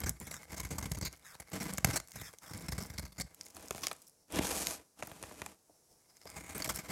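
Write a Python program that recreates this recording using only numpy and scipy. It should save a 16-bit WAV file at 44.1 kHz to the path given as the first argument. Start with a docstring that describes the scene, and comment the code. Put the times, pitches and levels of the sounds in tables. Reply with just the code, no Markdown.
"""Shaving a dry bar of soap

A utility blade cuts the soap close by, over a table in a quiet room. Its edge rasps through the crust
in countless tiny breaks, then sticks and slips in crunchy bursts that thud through the bar.
Flakes snap off and patter down. Midway, hands shake off the loose shavings, sweep them aside
and grip the bar anew, and the cutting goes on."""
import sys
import numpy as np
from scipy import signal
from scipy.fft import rfft, irfft
from scipy.io import wavfile
from scipy.ndimage import uniform_filter1d

SR = 44100
rng = np.random.default_rng(int(sys.argv[2]) if len(sys.argv) > 2 else 0)


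def generate_wav(signal):
    """Clip the signal to [-1, 1] and save it as 16-bit WAV at the path in sys.argv[1]."""
    frames = np.transpose(np.atleast_2d(signal))
    scaled = np.clip(frames, -1, 1) * 32767
    pcm = np.round(scaled).astype(np.int16)
    wavfile.write(sys.argv[1], SR, pcm)


N = 304731

# Levels in the tables are relative: a function may turn a whole layer up or down.
# where the bar, the blade and the crumbs sound: (lowest pitch [Hz], highest pitch [Hz])
BASS, MIDDLE, TREBLE = (25, 450), (450, 3500), (3500, 18000)
# tone colours, or how strong each pitch is in a sound: (pitch [Hz], level [dB])
FLAT_COLOUR = [(1, 0), (SR, 0)]
ROOM_COLOUR = [(30, -13.5), (80, -1.5), (500, -2), (1250, -12), (3300, -19.5), (5500, -7.5), (11000, -9),
               (16000, -22.5)]
SHAVINGS_COLOUR = [(25, -17.5), (70, 5), (170, 4), (300, 5), (700, -1.5), (1600, -8), (3800, -12.5),
                   (6500, -6), (10500, -8.5), (13000, -11.5), (16000, -32.5)]
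SKIN_COLOUR = [(60, 6), (300, -3), (900, -3), (1400, -19), (3500, -14), (5500, -3.5), (10000, -5),
               (16000, -13)]  # skin on soap
SOAP_COLOUR = [(25, -36), (60, -0.5), (200, 0.5), (450, -10.5), (1000, -12.5), (1800, -19), (3000, -25),
               (5000, -24.5), (8000, -22), (13000, -24), (16000, -34.5)]  # soap breaking
# resonances, the pitches at which a thing likes to ring: (pitch [Hz], width [Hz], boost [dB])
TABLE_RESONANCES = [(292.6, 70, -3.5), (479, 120, -4.5), (770, 400, 1.5), (2470, 210, 3.5)]
PALM_RESONANCES = [(310, 55, 6), (516, 380, 9), (690, 120, 5), (890, 76, 8), (5450, 700, 10)]  # the hollow between hand and bar
CUT_RESONANCES = [(85, 87, 6), (162, 86, 4), (1580, 180, 4.5), (2152, 366, 12.5), (3200, 170, 1),
                  (4550, 210, 3.5), (5290, 870, 4), (6550, 490, 3), (7550, 580, 4), (9710, 990, -3),
                  (11080, 390, 3.5)]  # the hand-held bar and the blade
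# passing changes of tone: a list of (start [s], end [s]), then one of (pitch [Hz], width [Hz], boost [dB])
CRUSHING_HEAP = [(4.3, 4.46)], [(3305, 1040, 6.5)]  # the hand lands on the shavings
AT_THE_RIM = [(1.0, 1.09), (2.95, 3.26)], [(200, 110, 5), (4580, 1040, 8.5), (3120, 1300, -3)]  # the blade cuts at the rim of the bar
DIGGING_IN = [(1.5, 2.0), (6.54, 6.91)], [(65.2, 110, -10), (215.5, 370, 2), (2135, 420, -1.5),
              (3140, 280, 3), (4200, 940, 1)]  # the blade cuts deep
FRESH_FACE = [(6.28, 6.6)], [(2390, 260, 5.5), (5100, 1600, -5.5), (8700, 940, 6.5), (12400, 3000, -2)]  # the blade meets a smooth, uncut side

# loose flakes patter down: (start [s], length [s], level [dB])
FLAKE_SHOWERS = [(0.422, 0.03, -47), (.56, 0.45, -49), (1.109, 0.091, -55), (2.015, 0.13, -50),
                 (2.517, .45, -48), (3.421, 0.28, -48.5), (3.72, 0.23, -44), (3.943, .17, -51.5)]
# the bar settles into the cupped hand: (time [s], level [dB])
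PALM_KNOCKS = [(4.41, -36), (5.695, -58), (6.255, -48.5)]
# fingertips slide over the bar: (start [s], length [s], level [dB])
FINGER_SLIDES = [(4.08, 0.2, -79.5), (5.686, 0.58, -78.5)]
# chips and knife knock on soap and table: (time [s], tick [dB], knock [dB], thump [dB])
TAPS = [(0.213, -62, -51, -54), (1.352, -58, -52.5, -58), (3.567, -48.5, -48.5, -64),
        (3.708, -37, -35, -42), (3.748, -50, -46, -45), (3.78, -50, -47, -66), (3.87, -38, -41.5, -75),
        (3.914, -45.5, -37, -75), (4.39, -40, -33.5, -26), (5.025, -49.5, -35.5, -63),
        (5.033, -50, -49, -46), (5.075, -58, -50.5, -52), (5.115, -70, -47, -53), (5.227, -43.5, -47, -52),
        (5.237, -55, -44.5, -49), (5.312, -74, -49.5, -53), (5.418, -45.5, -37.5, -45),
        (5.462, -43, -43, -62), (6.255, -57, -61, -55)]
# the free blade rings when flicked: (pitch [Hz], level [dB], time to fade by 60 dB [s])
BLADE_TONES = [(1100, -45, 0.1), (1130, -58, 0.043), (5200, -40, 0.027), (5940, -38, 0.038)]
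# the flat of the blade knocks on the bar: (time [s], level [dB])
BLADE_KNOCKS = [(0.315, -45), (.341, -41.5), (.431, -49)]
# the sliding blade sings faintly: (pitch [Hz], level [dB])
SWISH_TONES = [(2050, -5), (3600, 2), (5400, 1), (6300, -2.5), (7600, -12.5)]
# single flakes snap off: (time [s], level [dB], pitch [Hz])
FLAKE_SNAPS = [(.004, -31.5, 8650), (.094, -19.5, 11400), (.201, -36.5, 9800), (.27, -42.5, 8200),
               (.581, -36, 7660), (.603, -29.5, 9150), (.918, -28.5, 7980), (.987, -36.5, 10500),
               (1.053, -31, 13000), (1.128, -41, 7500), (1.631, -35, 9070), (1.641, -37, 9100),
               (1.737, -29, 9700), (1.775, -33, 7200), (2.118, -41.5, 6500), (2.386, -42, 6560),
               (2.578, -39.5, 9100), (2.825, -38.5, 9560), (2.866, -47, 7000), (2.985, -30, 5180),
               (3.346, -43, 7850), (3.411, -32, 5700), (3.466, -42, 6840), (3.684, -38.5, 8500),
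               (3.869, -21, 5700), (3.883, -33, 6050), (3.93, -38, 7843), (4.323, -36, 9100),
               (4.359, -31, 7200), (4.452, -37, 6800), (4.67, -21, 6640), (5.072, -37.5, 10500),
               (6.169, -49, 7740), (6.3012, -39.5, 8550), (6.581, -31, 12000), (6.76, -28.5, 10000)]
# rubbing moves: (start [s], length [s], treble [dB], bass [dB], change over the move [dB])
HAND_RUBS = [(3.33, 0.49, -69.5, -71.5, 4), (3.53, 0.16, -56, -52.5, -12), (3.68, 0.25, -56, -57, -5),
             (3.92, 0.13, -66.5, -73, -4.5), (4.26, 0.079, -72.5, -69, 18.5), (4.305, 0.084, -44, -38, -1),
             (4.39, 0.17, -40, -45, -1.5), (4.53, 0.2, -38, -47.5, -5), (4.75, 0.066, -79, -48, -15.5),
             (4.95, 0.31, -58.5, -58.5, -6), (5.19, 0.32, -58.5, -58, -3.5)]  # hands rub the bar and push shavings about
BLADE_SKIMS = [(0.2, 0.11, -62.5, -53.5, 5.5), (0.305, 0.065, -48, -42.5, -6),
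               (1.232, 0.12, -53.5, -64, -4.5), (2.125, 0.097, -54, -46.5, 1.5),
               (2.22, 0.075, -51, -57, -5), (2.405, 0.11, -56.5, -68, 3.5)]  # the flat of the blade slides back between cuts
LIGHT_TOUCHES = [(0, 0.19, -54, -48.5, -15), (.36, 0.87, -61, -57.5, -2.5),
                 (1.36, 0.98, -60.5, -65.5, -1.5), (2.4, 1, -59, -56.5, -10.5),
                 (5.973, 0.26, -76.5, -98, 10), (6.235, 0.63, -63, -63.5, 9.5)]  # edge and fingers stay lightly on the bar
DEEP_CUTS = [(-0.01, 0.087, -49, -37, -3), (.49, 0.19, -46, -44.5, -5.5), (.68, 0.36, -55, -42, -9),
             (1.51, 0.36, -40.5, -35.5, -19), (1.85, 0.11, -40.5, -53, -2), (2.5, 0.35, -54, -43, -2.5),
             (2.85, 0.19, -58.5, -51.5, -7), (6.3, 0.06, -68, -63, 13), (6.35, 0.13, -47.5, -47, -12),
             (6.47, 0.24, -53.5, -55, 12.5), (6.73, 0.046, -53, -54, 4.5), (6.87, 0.038, -59.5, -53, 15)]  # the blade is pulled through the crust
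# the blade's strongest resonance slides as the contact moves along the edge:
# (start [s], length [s], first pitch [Hz], last pitch [Hz], boost [dB])
BLADE_GLIDES = [(0.198, 0.071, 10100, 9400, 16.5), (0.305, 0.073, 7650, 7040, 11),
                (.5, 0.74, 6450, 6700, 5.5), (2.105, 0.078, 6000, 6120, 10), (2.452, 0.5, 5470, 5150, 6.5),
                (6.013, 0.39, 5060, 4950, 15), (6.324, 0.22, 6900, 6700, 7)]
# the edge breaks free and jumps ahead: (time [s], length [s], crackle [dB], thud of the bar [dB])
SLIPS = [(0.035, 0.0088, -42, -33.5), (0.059, 0.039, -43.5, -40), (0.104, 0.0077, -57, -39),
         (0.201, 0.035, -57, -47.5), (0.268, 0.015, -49.5, -48.5), (0.31, 0.008, -43, -63),
         (0.519, 0.0053, -48, -46.5), (0.562, 0.036, -51.5, -52), (0.598, 0.007, -42.5, -39),
         (0.631, 0.01, -50, -44), (.648, 0.0082, -45, -39), (0.704, 0.03, -47, -40),
         (0.782, 0.0093, -38.5, -38.5), (0.825, 0.0088, -44.5, -37), (0.855, 0.0097, -44.5, -37.5),
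         (0.914, 0.01, -47, -31.5), (0.946, 0.0099, -48, -49), (0.969, 0.017, -54, -39),
         (1.0117, 0.0045, -40.5, -44), (1.021, 0.022, -48.5, -40.5), (1.047, 0.033, -43.5, -49.5),
         (1.399, 0.0082, -45.5, -51.5), (1.531, 0.0077, -44, -38), (1.6, 0.029, -46.5, -41),
         (1.725, 0.0087, -53, -37.5), (1.781, 0.0039, -33, -31), (1.8454, 0.0035, -21, -16.5),
         (1.869, 0.01, -44, -31), (1.885, 0.011, -46, -31), (1.929, 0.03, -43.5, -42.5),
         (1.957, 0.019, -32.5, -46), (2, 0.003, -40, -48), (2.156, 0.0068, -45.5, -47),
         (2.213, 0.0073, -46, -45.5), (2.534, 0.0051, -45.5, -50), (2.6832, 0.0089, -43, -35.5),
         (2.719, 0.014, -42.5, -37), (2.779, 0.014, -44, -35.5), (2.802, 0.028, -50.5, -42.5),
         (2.833, 0.0057, -47.5, -54), (2.9, 0.0061, -50, -40.5), (2.979, 0.0098, -45, -39.5),
         (2.993, 0.0068, -44.5, -42), (3.051, 0.01, -52.5, -54), (3.12, 0.011, -60, -65),
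         (3.18, 0.016, -49, -47), (3.198, 0.0086, -41.5, -40), (3.209, 0.01, -38, -62),
         (6.545, 0.034, -48, -45), (6.621, 0.0042, -34.5, -55), (6.644, 0.0037, -33.5, -65),
         (6.674, 0.0086, -44, -38), (6.69, 0.018, -36, -38), (6.743, 0.035, -46.5, -79),
         (6.786, 0.012, -44, -43.5)]


def amp(db):
    """Turn decibels into a number to multiply by."""
    return 10 ** (np.asarray(db) / 20)


def unit(x):
    """Scale a sound to an average (rms) strength of 1."""
    return x / np.sqrt(np.mean(x ** 2) + 1e-20)


def add(out, start_s, x):
    """Mix x into out, beginning at start_s."""
    i = max(0, int(start_s * SR))
    out[i:i + len(x)] += x[:max(0, len(out) - i)]


def wander(rate_hz):
    """A smooth random drift around zero, about 1 in size."""
    step = max(2, int(SR / rate_hz))
    return unit(uniform_filter1d(np.repeat(rng.standard_normal(N // step + 1), step), step)[:N])


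def response(colour, resonances=(), band=(10, 20000), size=4096):
    """How an object answers one click, given its tone colour, resonances and pitch range."""
    f = np.arange(size // 2 + 1) * SR / size + 1
    hz, db = np.transpose(colour)
    peaks_db = sum(boost / (1 + (2 * (f - pitch) / width) ** 2) for pitch, width, boost in resonances)
    gain = amp(np.interp(np.log(f), np.log(hz), db) + peaks_db)
    gain /= np.sqrt((1 + (band[0] / f) ** 8) * (1 + (f / band[1]) ** 8))
    # put all the ringing after the click, none before it
    cepstrum = irfft(np.log(gain + 1e-6))
    cepstrum[1:size // 2] *= 2
    cepstrum[size // 2 + 1:] = 0
    return irfft(np.exp(rfft(cepstrum)))


def ring(x, body):
    """Let x shake an object whose answer to a click is body."""
    return signal.fftconvolve(x, body)[:len(x)]


def strike(force, body, db, length_s):
    """A short push rings an object, with as much energy as the level db held for length_s."""
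    sound = signal.fftconvolve(force, body)
    return sound * amp(db) * np.sqrt(length_s * SR / (np.sum(sound ** 2) + 1e-20))


def resonate(x, hz, width_hz):
    """Keep the part of x near one pitch, which may move."""
    turn = np.exp(2j * np.pi * np.cumsum(hz) / SR)
    keep = np.exp(-np.pi * width_hz / SR)
    return 2 * np.real(signal.lfilter([1 - keep], [1, -keep], x * turn.conj()) * turn)


def recolour(x, spans, resonances, fade_s=0.017):
    """Give the sound extra resonances during the given stretches of time."""
    t = np.arange(N) / SR
    inside = sum(1. * ((t > start) & (t < end)) for start, end in spans)
    share = uniform_filter1d(inside, int(fade_s * SR))
    return (1 - share) * x + share * ring(x, response(FLAT_COLOUR, resonances))


def contact_resonances(width_hz=420, spread_db=5.0, top_hz=14000, count=18):
    """Each point of contact favours some random pitches and weakens others."""
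    pitches = rng.uniform(MIDDLE[0], top_hz, count)
    boosts = spread_db * rng.standard_normal(count)
    return [(hz, width_hz, boost) for hz, boost in zip(pitches, boosts)]


def fractures(samples, per_s, spread_db):
    """Tiny breaks at random moments: many faint, a few strong."""
    strength, direction, chance = rng.random((samples, 3)).T
    size = amp(spread_db * np.minimum(-np.log(1 - strength), 4))
    return size * np.sign(direction - .5) * (chance < per_s / SR)


def crack(decay_s, rise_s=0.000083, tail_db=-21, tail_s=0.0031, samples=700):
    """One sharp break, followed by a few milliseconds of crumbling."""
    t = np.arange(samples) / SR
    fade = np.exp(-t / decay_s) + amp(tail_db) * np.exp(-t / tail_s)
    return rng.standard_normal(samples) * (1 - np.exp(-t / rise_s)) * fade


def pressure(moves, attack_s, release_s):
    """Treble and bass levels in dB: each move swells, gains or loses force, then dies away."""
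    t, gain = np.arange(N) / SR, np.full((2, N), amp(-120))
    for start, length, treble_db, bass_db, change_db in moves:
        swell = np.clip((t - start) / attack_s, 0, 1) ** 2
        fade = np.exp(-np.maximum(t - start - length, 0) / release_s)
        change = amp(change_db * np.clip((t - start) / length, 0, 1))
        gain = np.hypot(gain, amp([[treble_db], [bass_db]]) * swell * fade * change)
    return 20 * np.log10(gain)


def room_tone(level_db=-70.5, waver_db=1.1, waver_hz=8.8):
    """The quiet room: a soft noise whose level wavers a little."""
    noise = unit(ring(rng.standard_normal(N), response(ROOM_COLOUR)))
    return noise * amp(level_db + waver_db * wander(waver_hz))


def room_echo(x, echo_db=-21, fade_s=0.26, dull_hz=6000, gap_s=0.0014):
    """The walls add a faint, short echo that drops by 60 dB in fade_s."""
    t = np.arange(SR // 2) / SR
    tail = rng.standard_normal(len(t)) * amp(-60 * t / fade_s) * (t > gap_s)
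    tail = signal.sosfilt(signal.butter(1, dull_hz, fs=SR, output="sos"), tail)
    return x + amp(echo_db) * ring(x, tail / np.sqrt(np.sum(tail ** 2)))


def crumbs(busy_db, per_s=28, base_db=-63, spread_db=9.5, follow=0.61, reference_db=-60):
    """Crumbs break loose and land at random, louder while blade or hand are busy."""
    out = np.zeros(N)
    for when, smallness, pitch in rng.random((int(per_s * N / SR), 3)):
        hz = TREBLE[0] * 2 ** (2 * pitch)
        colour = [(hz / 4, -16), (hz, 0), (hz * 2, -8)]
        crumb = response(colour, contact_resonances(), (600, 14000), size=512)
        db = base_db + follow * (busy_db[int(when * N)] - reference_db)
        db -= spread_db * np.log(smallness + 0.23)
        add(out, when * N / SR, strike(crack(decay_s=0.0004), crumb, db, length_s=0.0014))
    return out


def falling_flakes(per_s=70, spread_db=2.0):
    """Small flakes land one after another, each with a very short, thin tick."""
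    out = np.zeros(N)
    colour = [(3000, -15), (5500, 5.5), (11000, 3.5), (16000, -2)]
    for start, length, shower_db in FLAKE_SHOWERS:
        for when, smallness in rng.random((int(per_s * length), 2)):
            flake = response(colour, contact_resonances(), (1000, 16000), size=512)
            db = shower_db - spread_db * np.log(smallness + 0.099)
            add(out, start + when * length, strike(crack(decay_s=0.00041), flake, db, length_s=0.00048))
    return out


def grip(fade_s=0.04, waver_db=4.5, waver_hz=30):
    """Bar and fingers shift in the cupped hand: hollow knocks and a faint rub."""
    knocks, t = np.zeros(N), np.arange(N) / SR
    hollow = response(SKIN_COLOUR, PALM_RESONANCES, (150, 1100))
    for start, db in PALM_KNOCKS:
        add(knocks, start, strike(crack(decay_s=0.0079, samples=2400), hollow, db, length_s=0.0066))
    sliding = sum(amp(db) * ((t > start) & (t < start + length)) for start, length, db in FINGER_SLIDES)
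    loudness = uniform_filter1d(sliding, int(fade_s * SR)) * amp(waver_db * wander(waver_hz))
    rub = unit(ring(rng.standard_normal(N), response(SKIN_COLOUR, PALM_RESONANCES)))
    return knocks + loudness * rub


def taps(bodies, tick_s=0.00079, knock_s=0.0027, length_s=0.0055):
    """Small, hard hits: a short tick over a duller knock of the table."""
    out = np.zeros(N)
    bass, middle, treble = bodies
    for start, tick_db, knock_db, thump_db in TAPS:
        add(out, start, strike(crack(tick_s), treble, tick_db, length_s))
        add(out, start, strike(crack(knock_s), middle, knock_db, length_s))
        add(out, start, strike(crack(knock_s), bass, thump_db, length_s))
    return out


def blade_flick(start_s=3.8335, rise_s=0.00058, scuff_db=-36, scuff_s=0.016, scuff_hz=3500):
    """The blade scuffs off the bar and rings freely for a moment."""
    out, t = np.zeros(N), np.arange(SR // 10) / SR
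    tone = 2 * sum(amp(db - 60 * t / fade) * np.sin(2 * np.pi * hz * t) for hz, db, fade in BLADE_TONES)
    noise = resonate(rng.standard_normal(len(t)), np.full(len(t), scuff_hz), width_hz=3500)
    scuff = amp(scuff_db) * unit(noise) * np.exp(-t / scuff_s)
    add(out, start_s, (tone + scuff) * (1 - np.exp(-t / rise_s)))
    return out


def blade_knocks(hz=2000, width_hz=500, boost_db=20):
    """A light knock on the bar rings mainly one resonance of the blade."""
    out = np.zeros(N)
    steel = response(SOAP_COLOUR, [(hz, width_hz, boost_db)], (1000, TREBLE[1]))
    for start, db in BLADE_KNOCKS:
        add(out, start, strike(crack(decay_s=0.002), steel, db, length_s=0.0046))
    return out


def blade_swishes(bodies, flicker_db=4, flicker_hz=50, drift=0.084, drift_hz=24, hollow_hz=1500):
    """The flat blade drags over fine grit: faint drifting tones, a hollow rasp and a dry hiss."""
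    bass, _, treble = bodies
    swish, thud = amp(pressure(BLADE_SKIMS, attack_s=0.022, release_s=0.013))
    grit = fractures(N, per_s=2200, spread_db=3.0)
    song = np.zeros(N)
    for hz, db in SWISH_TONES:
        tone = resonate(grit, hz * (1 + drift * wander(drift_hz)), width_hz=290)
        song += tone * amp(db + flicker_db * wander(flicker_hz))
    centre_hz = hollow_hz * (1 + 2 * drift * wander(drift_hz))
    hollow = resonate(resonate(grit, centre_hz, width_hz=1300), centre_hz, width_hz=1300)
    hiss = ring(grit, treble)
    rub = amp(-4) * unit(song) + amp(-2.5) * unit(hollow) + amp(-5) * unit(hiss)
    return swish * rub + thud / 2 * unit(ring(grit, bass))


def blade_glides(x, relative_width=0.065, duck=0.16):
    """One resonance of the blade stands out and slides in pitch while the rest gets a bit quieter."""
    out = x.copy()
    for start, length, from_hz, to_hz, boost_db in BLADE_GLIDES:
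        part = x[int(start * SR):int((start + length) * SR)]
        peak = resonate(part, np.geomspace(from_hz, to_hz, len(part)), relative_width * from_hz)
        sung = (part + (amp(boost_db) - 1) * peak) * amp(-duck * boost_db)
        add(out, start, (sung - part) * signal.windows.tukey(len(part)))
    return out


def flake_snaps():
    """Brittle flakes snap off, each ticking at its own pitch; higher ticks stand for smaller flakes."""
    out = np.zeros(N)
    for start, db, hz in FLAKE_SNAPS:
        colour = [(hz / 3, -16), (hz, 0), (hz * 2, -12), (hz * 3, -24)]
        flake = response(colour, CUT_RESONANCES, (MIDDLE[0], TREBLE[1]), size=1024)
        add(out, start, strike(crack(decay_s=0.00027), flake, db, length_s=0.00065))
    return out


def friction(levels_db, bodies, per_s, spread_db, judder_hz, judder_db, shift_hz, shift_db,
             thud_db, rasp_db, crumb_db, bass_share, patchy_db=0, points=5):
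    """Shaky rubbing makes many tiny breaks, heard as a low thud, a middle rasp and high crumbling."""
    # the load shifts between points of contact; patchy_db sets how unlike they sound
    loads = np.array([amp(shift_db * wander(shift_hz)) for _ in range(points)])
    loads /= np.sqrt(np.sum(loads ** 2, axis=0))
    contacts = [response(FLAT_COLOUR, contact_resonances(spread_db=patchy_db), size=512) for _ in loads]
    breaks = sum(unit(ring(fractures(N, per_s / points, spread_db) * load, contact))
                 for load, contact in zip(loads, contacts))
    breaks *= amp(judder_db * wander(judder_hz))
    treble_db, bass_db = levels_db
    middle_db = (1 - bass_share) * treble_db + bass_share * bass_db
    bands_db = (bass_db + thud_db, middle_db + rasp_db, treble_db + crumb_db)
    return sum(unit(ring(breaks, body)) * amp(db) for body, db in zip(bodies, bands_db))


def sticking(dip_db=-11, lead_s=0.00034, half_width_s=0.015):
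    """The edge sticks, so its drag goes quiet around the start of each slip; gives the dip in dB."""
    stuck = np.zeros(N)
    for start, *_ in SLIPS:
        add(stuck, start - lead_s - half_width_s, np.hanning(int(2 * half_width_s * SR)))
    return dip_db * np.minimum(stuck, 1)


def slips(rise_s=0.00013, fall_s=0.0043, sag=1.04, lurch=0.37, rasp_db=-2.5, bass_share=0.22):
    """The edge jumps ahead in a burst of breaks: the crust crackles, the blade rasps, the bar thuds."""
    out = np.zeros(N)
    bar = response(SOAP_COLOUR, CUT_RESONANCES, BASS)
    for start, length, crackle_db, thud_db in SLIPS:
        resonances = CUT_RESONANCES + contact_resonances()
        blade, crust = (response(SOAP_COLOUR, resonances, band, size=1024) for band in (MIDDLE, TREBLE))
        t = np.arange(int((length + 4 * fall_s) * SR)) / SR
        swell = 1 - np.exp(-t / (rise_s + 0.1 * length))
        shape = swell * np.exp(-sag * t / length - np.maximum(t - length, 0) / fall_s)
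        breaks = unit(fractures(len(t), per_s=8000, spread_db=3.0)) * shape
        jolt = breaks - lurch * shape  # the sudden release of force also shoves the bar
        blade_db = (1 - bass_share) * crackle_db + bass_share * thud_db + rasp_db
        add(out, start, strike(breaks, crust, crackle_db, length))
        add(out, start, strike(breaks, blade, blade_db, length))
        add(out, start, strike(jolt, bar, thud_db, length))
    return out


def scene():
    """Mix cutting, handling and loose bits of soap in the quiet room, as one channel."""
    soap = [response(SOAP_COLOUR, CUT_RESONANCES, band) for band in (BASS, MIDDLE, TREBLE)]
    table = [response(SHAVINGS_COLOUR, TABLE_RESONANCES, band) for band in (BASS, MIDDLE, TREBLE)]
    cut_db = pressure(DEEP_CUTS, attack_s=0.012, release_s=0.013) + sticking()
    touch_db = pressure(LIGHT_TOUCHES, attack_s=0.027, release_s=0.018) + sticking() / 2
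    hand_db = pressure(HAND_RUBS, attack_s=0.047, release_s=0.026)
    drag = friction(cut_db, soap, per_s=2300, spread_db=2.5,
                    judder_hz=90.5, judder_db=3.7, shift_hz=22.17, shift_db=2.5,
                    thud_db=-2.5, rasp_db=-1.5, crumb_db=-3.0, bass_share=0.067)
    touch = friction(touch_db, soap, per_s=3500, spread_db=2.5,
                     judder_hz=75.5, judder_db=5.0, shift_hz=22.32, shift_db=13.5,
                     thud_db=-6.0, rasp_db=-1.0, crumb_db=-4.0, bass_share=0.2, patchy_db=1.5)
    cutting = blade_glides(drag + touch + slips() + blade_swishes(soap) + blade_knocks())
    for spans, resonances in (AT_THE_RIM, DIGGING_IN, FRESH_FACE):
        cutting = recolour(cutting, spans, resonances)
    sweep = friction(hand_db, table, per_s=16000, spread_db=4.0,
                     judder_hz=159.5, judder_db=2.0, shift_hz=39.95, shift_db=7.0,
                     thud_db=-0.5, rasp_db=0.5, crumb_db=0.3, bass_share=0.62)
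    handling = recolour(sweep, *CRUSHING_HEAP) + taps(table) + blade_flick() + grip()
    busy_db = np.max([cut_db[0], touch_db[0], hand_db[0]], axis=0)  # the loudest treble level
    loose_crumbs = crumbs(busy_db)
    background = room_tone()
    foreground = cutting + flake_snaps() + falling_flakes() + loose_crumbs + handling
    return (room_echo(foreground) + background)[None]


def record(dry):
    """Cut away the very highest treble, above 16100 Hz."""
    return signal.sosfilt(signal.ellip(8, .2, 70, 16100, fs=SR, output="sos"), dry)


dry = scene()
out = record(dry)
generate_wav(out)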